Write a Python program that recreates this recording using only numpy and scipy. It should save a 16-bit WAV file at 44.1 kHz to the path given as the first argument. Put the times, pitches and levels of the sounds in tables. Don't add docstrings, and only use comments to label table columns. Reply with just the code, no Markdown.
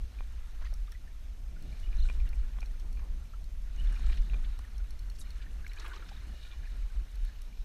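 import sys
import numpy as np
from scipy import signal
from scipy.fft import rfft, irfft, next_fast_len
from scipy.io import wavfile
from scipy.ndimage import uniform_filter1d, map_coordinates

SR = 44100
rng = np.random.default_rng(int(sys.argv[2]) if len(sys.argv) > 2 else 0)


def invert_db(level):
    return 10 ** (np.asarray(level, dtype=float) / 20)


def store_pcm(level_fs):
    pcm = np.round(np.clip(level_fs, -1, 1) * 32767).astype(np.int16)
    wavfile.write(sys.argv[1], SR, np.atleast_2d(pcm).T)


N = 336924


def unit(x):
    return x / np.sqrt(np.mean(x ** 2) + 1e-20)


def curves(rows):
    s, *cols = np.transpose(rows)
    return [np.interp(np.arange(N) / SR, s, c) for c in cols]


def wobble(rate):
    knots = rng.standard_normal(int(N * rate / SR) + 4)
    return map_coordinates(knots, [np.arange(N) * rate / SR])


def filtered(x, response):
    m = next_fast_len(len(x) + 8192)
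    return irfft(rfft(x, m) * response(np.fft.rfftfreq(m, 1 / SR)), m)[:len(x)]


def colour(spectrum):
    hz, db = np.transpose(spectrum)
    return lambda f: invert_db(np.interp(np.log(f + 1), np.log(hz + 1), db, -120, -120))


def octave_band(hz, octaves):
    return lambda f: np.exp(-.5 * (np.log2((f + 1) / hz) / octaves) ** 2)


def rush(spectrum, patchy_db):
    z = signal.stft(rng.standard_normal(N + 512), nperseg=512)[2]
    field = uniform_filter1d(uniform_filter1d(rng.standard_normal(z.shape), 6, 0), 8, 1)
    x = signal.istft(z * invert_db(patchy_db * unit(field)), nperseg=512)[1][:N]
    return unit(filtered(x, colour(spectrum)))


def add(track, s, sound):
    part = track[max(round(s * SR), 0):][:len(sound)]
    part += sound[:len(part)]


def ring(modes, t):
    x = 0
    for hz, db, t60 in modes:
        level_db = db + rng.normal(0, 0.74) - 60 * t / t60
        x = x + invert_db(level_db) * np.sin(2 * np.pi * hz * t)
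    return x / np.abs(x).max()


def bubble(hz, t60, t, rise):
    onset = 1 - np.exp(-t * hz / 1.1)
    return invert_db(-60 * t / t60) * onset * np.sin(2 * np.pi * hz * t * (1 + rise * t / t60))


def wind():
    # t/s, level/dB
    throb_levels = [(0.0, -30.5), (0.06, -34.5), (0.13, -62), (0.21, -31), (0.34, -43), (0.36, -38),
                    (0.79, -32), (0.94, -41.5), (1.7, -38.5), (2.04, -22), (2.11, -33.5), (2.23, -24.5),
                    (2.3, -30.5), (2.47, -27), (2.49, -34.5), (3.15, -32.5), (3.21, -42.5), (3.76, -33),
                    (3.87, -24), (4.0, -34), (4.06, -22.5), (4.15, -27.5), (4.21, -23), (4.28, -40),
                    (4.32, -27), (4.53, -32), (4.66, -47.5), (4.83, -31.5), (4.87, -45), (4.89, -35),
                    (6.43, -44), (6.81, -34.5), (6.85, -23.5), (6.89, -46), (6.98, -28), (7.08, -44.5),
                    (7.25, -27.5), (7.34, -54), (7.38, -36.5), (7.55, -44.5), (7.6, -31), (7.64, -44)]
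    # t/s, drone level/dB, flutter level/dB
    eddies = [(0, -37, -57.5), (.1, -48.5, -64), (1.3, -47, -63.5), (1.66, -48.5, -54), (2.02, -41.5, -58),
              (2.3, -41.5, -60.5), (2.68, -48, -59.5), (3.02, -43, -58), (3.59, -46, -64), (3.8, -42, -57),
              (4.32, -43.5, -57), (4.7, -47, -60), (5.4, -48, -61), (5.8, -48, -62.5), (6.2, -46.5, -60),
              (6.47, -49, -64.5), (7.04, -46, -61.5), (7.64, -52, -62)]
    # f/Hz, density/dB per Hz
    throb_spectrum = [(6, -29), (12, -3), (27, 1.5), (42, 2.5), (54, -7), (68, -18.5), (90, -60)]
    drone_spectrum = [(35, -31), (52, -1), (65, -12), (85, -16), (120, -41.5), (150, -48)]
    flutter_spectrum = [(53, -37), (90, -6), (146, -6.5), (248, -12), (476, -25.5), (700, -24.5),
                        (910, -32), (1540, -120)]
    eddy_db, eddies_per_s = 0.5, 12
    throb_db, = curves(throb_levels)
    drone_db, flutter_db = curves(eddies)
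    throb = rush(throb_spectrum, patchy_db=0.5)
    running = np.sqrt(np.abs(uniform_filter1d(uniform_filter1d(throb ** 2, 2000), 2000)))
    even = throb / (running + 0.3)
    throb = invert_db(throb_db) * unit(invert_db(eddy_db * wobble(eddies_per_s)) * even)
    throb = filtered(throb, lambda f: 1 / np.sqrt(1 + (f / 62) ** 10))
    drone = invert_db(drone_db) * rush(drone_spectrum, patchy_db=-1.5)
    lumps = invert_db(1.78 * wobble(13) + 1.4 * wobble(35))
    flutter = unit(lumps * rush(flutter_spectrum, patchy_db=-1.1))
    return throb + drone + invert_db(flutter_db) * flutter


def water():
    # t/s, lapping level/dB
    laps = [(0.0, -69.5), (0.55, -65), (1.06, -73), (1.53, -73), (1.81, -66.5), (2.26, -63), (2.57, -66),
            (3.04, -68), (3.51, -74.5), (3.74, -67), (3.94, -57), (4.21, -62), (4.85, -67.5), (5.7, -64.5),
            (5.85, -53.5), (6.0, -60), (6.38, -67), (7.08, -65), (7.64, -76)]
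    lap_db, = curves(laps)
    near = np.zeros(N)
    gurgles(near)
    spray(near)
    return lapping(lap_db) + fizz(lap_db) + near


def lapping(lap_db):
    # f/Hz, density/dB per Hz
    spectrum = [(300, 8.5), (600, -5.5), (1000, 3), (1500, 4), (2500, -1), (5000, -24), (9000, -28),
                (14000, -48)]
    swarm, t = np.zeros(N), np.arange(2600) / SR
    for when, pitch, size in rng.random((1800, 3)):
        hz = 1200 * 3.6 ** pitch
        strength = (1.015 - size) ** -.26
        add(swarm, when * N / SR, strength * bubble(hz, 48 / hz, t, rise=0.13))
    even = unit(invert_db(1.8 * wobble(30)) * rush(spectrum, patchy_db=1.3))
    return invert_db(lap_db) * (invert_db(-2.5) * even + invert_db(-4.5) * unit(swarm))


def fizz(lap_db):
    # f/Hz, density/dB per Hz
    spectrum = [(3500, -20), (5000, 0), (7000, 1), (10000, -1.5), (13000, -9), (15000, -44)]
    quiet_fizz_db, quiet_lap_db, grows = -79, -70.5, 0.5
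    shed_db = -22
    fizz_db = quiet_fizz_db + grows * (lap_db - quiet_lap_db)
    crackle = rng.standard_normal(N) * invert_db(3 * wobble(300) + 2.8 * wobble(35))
    level = np.hypot(invert_db(fizz_db), invert_db(winding() + shed_db))
    return level * unit(filtered(crackle, colour(spectrum)))


def gurgles(track):
    # t/s, level before the swell and fade/dB, f/Hz
    bubbles = [(.621, -51, 1030), (0.638, -48, 1650), (0.646, -49, 1080), (.647, -49, 6150),
               (.649, -49, 2000), (.654, -50, 2550), (0.666, -46, 1850), (.662, -53, 1260),
               (.871, -51, 3600), (0.876, -50, 1190), (0.921, -51, 1790), (.949, -44.5, 1960),
               (1.074, -50.5, 1760), (1.563, -51, 1430), (1.726, -49.5, 2340), (1.968, -48, 6100),
               (2.003, -50, 6000), (2.035, -54, 5860), (2.05, -46, 1490), (3.222, -55, 1370),
               (3.253, -53, 2330), (3.335, -46.5, 1310), (3.762, -50, 6300), (2.669, -57, 2040),
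               (3.872, -46, 3480), (4.124, -43, 1850), (4.14, -45, 3200), (4.398, -55, 1440),
               (4.545, -53, 1400), (4.637, -53, 2050), (4.646, -46, 1780), (4.798, -51, 1410),
               (5.269, -52, 2300), (5.4, -51, 1690), (5.463, -47, 1765), (5.643, -42, 1620),
               (5.715, -46, 2200), (5.715, -50, 1660), (5.765, -44, 1650), (5.773, -42, 2400),
               (5.786, -44, 3880), (5.812, -55, 3600), (5.824, -46.5, 1720), (5.845, -38, 1170),
               (5.846, -42, 1590), (5.859, -47, 1060), (5.916, -37.5, 1495), (5.934, -43, 1100),
               (5.964, -44, 1220), (5.965, -45, 370), (5.99, -45, 423), (6.018, -48, 330),
               (6.022, -41, 1340), (6.114, -43, 775), (6.292, -54, 2900), (6.466, -51, 1430),
               (6.531, -51, 1050), (6.634, -50, 1630), (6.668, -50, 1730), (6.72, -49, 3680),
               (7.527, -53, 2330)]
    longest_s, cycles = 0.052, 79
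    hold = 0.15
    splat_db, splat_octaves = -13, .35
    t = np.arange(SR // 10) / SR
    for s, db, hz in bubbles:
        ragged = invert_db(np.interp(t, t[::110], rng.normal(0, 1.2, len(t[::110]))))
        t60 = min(longest_s, cycles / hz)
        swell_db = 138 * np.minimum(t / t60, hold) - 60 * t / t60 - 60 * hold
        tone = ragged * invert_db(swell_db) * bubble(hz, t60, t, rise=0.047)
        splat = unit(filtered(rng.standard_normal(len(t)), octave_band(hz, splat_octaves)))
        add(track, s, invert_db(db) * (tone + invert_db(splat_db - 60 * t / t60) * splat))


def spray(track):
    # t of the crest/s, level at the crest/dB, centre f/Hz, length of the fall/s
    bursts = [(0.619, -56, 1310, 0.012), (0.653, -58, 1500, 0.014), (.662, -59, 3400, 0.014),
              (0.623, -60, 3300, .006), (0.726, -59, 1020, 0.0065), (0.925, -59, 2590, 0.0054),
              (1.833, -77, 6900, 0.036), (2.058, -66.5, 7560, .04), (2.13, -67, 6000, .008),
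              (2.277, -59, 2520, 0.0033), (2.994, -57, 1620, 0.0052), (3.842, -74, 5970, .015),
              (3.927, -60.5, 7760, .004), (3.955, -65, 5600, 0.0043), (3.995, -64, 5470, 0.0068),
              (4.066, -57, 4200, 0.0071), (4.1, -68, 8000, 0.027), (4.219, -65, 5800, .006),
              (3.032, -62, 824, 0.033), (4.124, -53.5, 3000, 0.012), (4.176, -54, 3020, 0.0084),
              (4.446, -56.5, 2440, 0.0075), (5.158, -61, 5070, 0.0067), (5.188, -58, 5570, 0.0043),
              (5.2, -55, 9800, 0.014), (5.21, -54, 6000, 0.01), (5.422, -57, 2860, 0.011),
              (5.718, -59, 3050, 0.0035), (5.8, -52.5, 5930, 0.0048), (5.852, -64, 10000, 0.0018),
              (5.762, -63, 6500, 0.0046), (5.679, -55, 6100, .003), (5.808, -57, 1460, 0.013),
              (5.863, -49, 1980, 0.0056), (5.939, -50, 2400, 0.0076), (5.961, -56, 4000, 0.0039),
              (5.865, -56, 1500, 0.018), (5.88, -57, 925, .01), (6.654, -66, 1660, 0.018),
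              (6.09, -55.5, 3730, 0.007), (6.346, -65, 520, 0.028)]
    widest_hz, widest_octaves, narrows = 1500, 0.817, 0.217
    t, drop_t = np.arange(-SR // 5, SR // 5) / SR, np.arange(900) / SR
    for s, db, hz, length in bursts:
        octaves = widest_octaves - narrows * abs(np.log2(hz / widest_hz))
        bell = octave_band(hz, octaves)
        noise = filtered(rng.standard_normal(len(t)), lambda f: bell(f) / (1 + (f / 13000) ** 8))
        drops = np.zeros(len(t))
        for when, size, pitch in zip(*rng.random((2, 200)), rng.standard_normal(200)):
            drop_hz = min(hz * 2 ** (octaves * pitch), 13000)
            drop = (1 - size) ** -.12 * bubble(drop_hz, 30 / drop_hz, drop_t, rise=0.17)
            add(drops, when * len(t) / SR, drop)
        burst = unit(noise) + 1.1 * unit(drops)
        spread = np.where(t < 0, 0.5 * length, length)
        add(track, s + t[0], invert_db(db) * np.exp(-.5 * (t / spread) ** 2) * unit(burst))


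def snaps():
    # t/s, level before the soft onset/dB, f/Hz
    clicks = [(.632, -54, 2100), (.655, -56, 1500), (.672, -53, 2300), (3.897, -46, 2300),
              (4.019, -56, 3900), (4.2983, -37.5, 2630), (4.448, -41, 3380), (5.186, -54, 5600),
              (5.257, -56, 4000), (5.6652, -31, 2190), (5.666, -42, 1500), (5.659, -52, 4200),
              (5.667, -54, 4200), (5.711, -56, 4150), (5.722, -53, 4200), (5.734, -47, 1960),
              (5.838, -52, 2200), (5.872, -38, 1590), (5.895, -58, 1900), (5.972, -46, 2400),
              (6.09, -43, 1560), (6.13, -49, 1800), (6.515, -39, 3520), (6.524, -41, 3500),
              (6.533, -46, 3500), (6.543, -54, 3450)]
    out, t = np.zeros(N), np.arange(SR // 10) / SR
    for s, db, hz in clicks:
        add(out, s, invert_db(db) * bubble(hz, 23 / hz, t, rise=0.028))
    return out


def reel():
    # f/Hz, width/Hz, drive level/dB
    resonances = [(1430, 62, -1), (1760, 200, 1.5), (2400, 100, 0.5), (2900, 92, 3), (3754, 310, 0.5),
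                  (4186, 240, -0.5), (5470, 200, -7), (6450, 260, -12)]
    out = np.zeros(N)
    for c, w, db in resonances:
        rub = rng.standard_normal(N) * invert_db(db + 2.4 * wobble(90) + 2.6 * wobble(14))
        add(out, 0, filtered(rub, lambda f: 1j * f * w / (c * c - f * f + 1j * f * w)))
    out = invert_db(winding()) * unit(out)
    squeaks(out)
    return out


def winding():
    # t at full level/s, hold/s, level/dB
    turns = [(0, 0.86, -72.5), (1.66, 0.21, -65), (1.947, 0.22, -64.5), (3.756, 0.14, -65.5),
             (3.885, 0.25, -61.5), (4.22, 0.092, -70), (5.25, 0.16, -68), (5.655, 0.12, -76),
             (5.804, 0.016, -60.5), (6.097, 0.28, -66.5), (6.437, 0.13, -63.5), (7.228, 0.06, -63.5)]
    spin_up, run_down = 117, 86
    coast_db, coast_fall = -4.5, 11
    t, power = np.arange(N) / SR, np.zeros(N)
    for s, hold, db in turns:
        after = np.maximum(t - s - hold, 0)
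        fade_db = np.maximum(-run_down * after, coast_db - coast_fall * after)
        rise_db = -spin_up * np.maximum(s - t, 0)
        power += invert_db(2 * (db + fade_db + rise_db))
    return 10 * np.log10(power)


def squeaks(track):
    # t/s, level before modulation/dB, f/Hz, length/s, peak warble/Hz
    tones = [(1.828, -54, 2940, 0.038, 14), (1.96, -56, 3920, 0.12, 300), (2.266, -61, 2820, 0.028, 20),
             (3.774, -52, 2920, 0.046, 39), (5.211, -55, 3810, 0.018, 23), (5.691, -57, 4020, 0.016, 20),
             (6.401, -64, 2900, 0.044, 20), (6.515, -54, 2400, 0.03, 24)]
    tooth_hz = 30
    t = np.arange(SR // 5) / SR
    teeth = 2 * np.pi * tooth_hz * t
    for s, db, hz, length, warble_hz in tones:
        drift = np.cumsum(rng.normal(0, .045, len(t)))
        phase = 2 * np.pi * hz * t + warble_hz / tooth_hz * np.sin(teeth) + drift
        slips_db = np.interp(t, t[::130], rng.normal(0, 3, len(t[::130])))
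        strength = invert_db(db + slips_db + 3.9 * np.cos(teeth - .5))
        arch = np.sin(np.pi * np.clip(t / length, 0, 1))
        add(track, s, strength * arch * np.sin(phase))


def contacts():
    out = np.zeros(N)
    knocks(out)
    ticks(out)
    return out


def knocks(track):
    # t/s, ring level/dB, thud over ring/dB
    blows = [(0.1878, -47.5, -5), (0.207, -52, 13), (0.3934, -66, 21), (1.8718, -51, 0), (1.929, -46.5, -4),
             (2.0884, -39, 3), (2.0993, -38, 7.5), (2.2018, -46.5, -7), (2.332, -47.5, -1),
             (2.5864, -59, 22), (2.6188, -45, 0), (2.6286, -41.5, 6), (2.9722, -51, 4.5),
             (3.9624, -44.5, -0.5), (3.995, -60, 16), (4.098, -44.5, 2), (4.3341, -43, 4),
             (4.3424, -45, 12), (4.592, -64, 26), (6.451, -50, 3), (6.6553, -49.5, 3), (7.574, -64, 17)]
    # f/Hz, relative level/dB, t60/s
    ring_modes = [(2270, 2.5, 0.036), (2400, 18, 0.037)]
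    thud_modes = [(255, -2, 0.05), (520, 1, .012), (800, 4, 0.012), (1050, 5, 0.014), (1450, 2, 0.011),
                  (1800, -2, 0.01)]
    t = np.arange(SR // 12) / SR
    soft = 1 - np.exp(-t / 0.000063)
    push = -.9 * (t / 0.00027) * np.exp(1 - t / 0.00013)
    for s, db, thud_db in blows:
        puff = unit(filtered(rng.standard_normal(len(t)), lambda f: 1 / (1 + (f / 2500) ** 4)))
        thud = ring(thud_modes, t) + 0.3 * invert_db(-60 * t / 0.015) * puff
        add(track, s, invert_db(db) * (soft * ring(ring_modes, t) + invert_db(thud_db) * (soft * thud + push)))


def ticks(track):
    # t/s, level of the middle modes/dB, low mode over it/dB, top modes over it/dB
    blows = [(0.739, -44.5, -19, 0), (0.92, -44.5, -13, -2), (1.6246, -57, -2, 5), (2.291, -52, -2, 3),
             (2.3544, -59, -5, 5), (2.606, -45.5, -10, -6), (2.6593, -49.5, -4, -5), (2.798, -50, -8, -3.5),
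             (2.9282, -52, -8, 0), (3.442, -56.5, -1, 2), (4.59, -49.5, -11, 2.5), (4.781, -46.5, -14, -4),
             (4.907, -49, -3, 0), (4.9926, -49.5, -3, -1), (5.1, -49.5, 0.5, 1), (5.1522, -58, -13, -8),
             (5.3052, -52.5, 5, 1), (5.668, -51, -4, -3), (5.734, -49.5, -2, 1), (5.798, -44, -4, -18),
             (5.881, -61.5, -9, 15.5), (7.156, -55.5, -2, 6), (7.2498, -56, -4, 7), (7.4183, -49, -20, 4)]
    # f/Hz, relative level/dB, t60/s
    low_modes = [(4320, 0, 0.027)]
    mid_modes = [(5560, 8.5, 0.017), (6180, 1, 0.017)]
    top_modes = [(7940, 15.5, 0.011), (9400, 15, 0.012), (11080, 18.5, 0.011), (12900, -22, 0.0074)]
    t = np.arange(SR // 12) / SR
    for s, db, low_db, top_db in blows:
        crack = 0.27 * invert_db(-60 * t / 0.016) * np.diff(rng.standard_normal(len(t) + 1))
        top = invert_db(top_db) * (ring(top_modes, t) + crack)
        add(track, s, invert_db(db) * (ring(mid_modes, t) + invert_db(low_db) * ring(low_modes, t) + top))


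def electronics():
    # f/Hz, density/dB per Hz
    hiss_spectrum = [(240, -45), (400, -0.5), (542, -1), (1480, -6), (2410, -4.5), (4630, -8), (5500, -8),
                     (6800, -12), (11400, -17), (13500, -14), (14800, -32), (15300, -17)]
    # f/Hz, rms level/dB
    tones = [(5486, -89), (6293, -84), (6325, -83.5), (12618, -85)]
    t = np.arange(N) / SR
    whine = np.zeros(N)
    for hz, db in tones:
        whine += invert_db(db) * np.sqrt(2) * np.sin(2 * np.pi * (hz * t + rng.random()))
    return invert_db(-66.5) * rush(hiss_spectrum, patchy_db=1.5) + whine


def scene():
    return (wind() + water() + snaps() + reel() + contacts() + electronics())[None]


def band_limit(x):
    return signal.sosfilt(signal.butter(12, 15330, fs=SR, output="sos"), x)


def record(dry):
    return band_limit(dry)


dry = scene()
out = record(dry)
store_pcm(out)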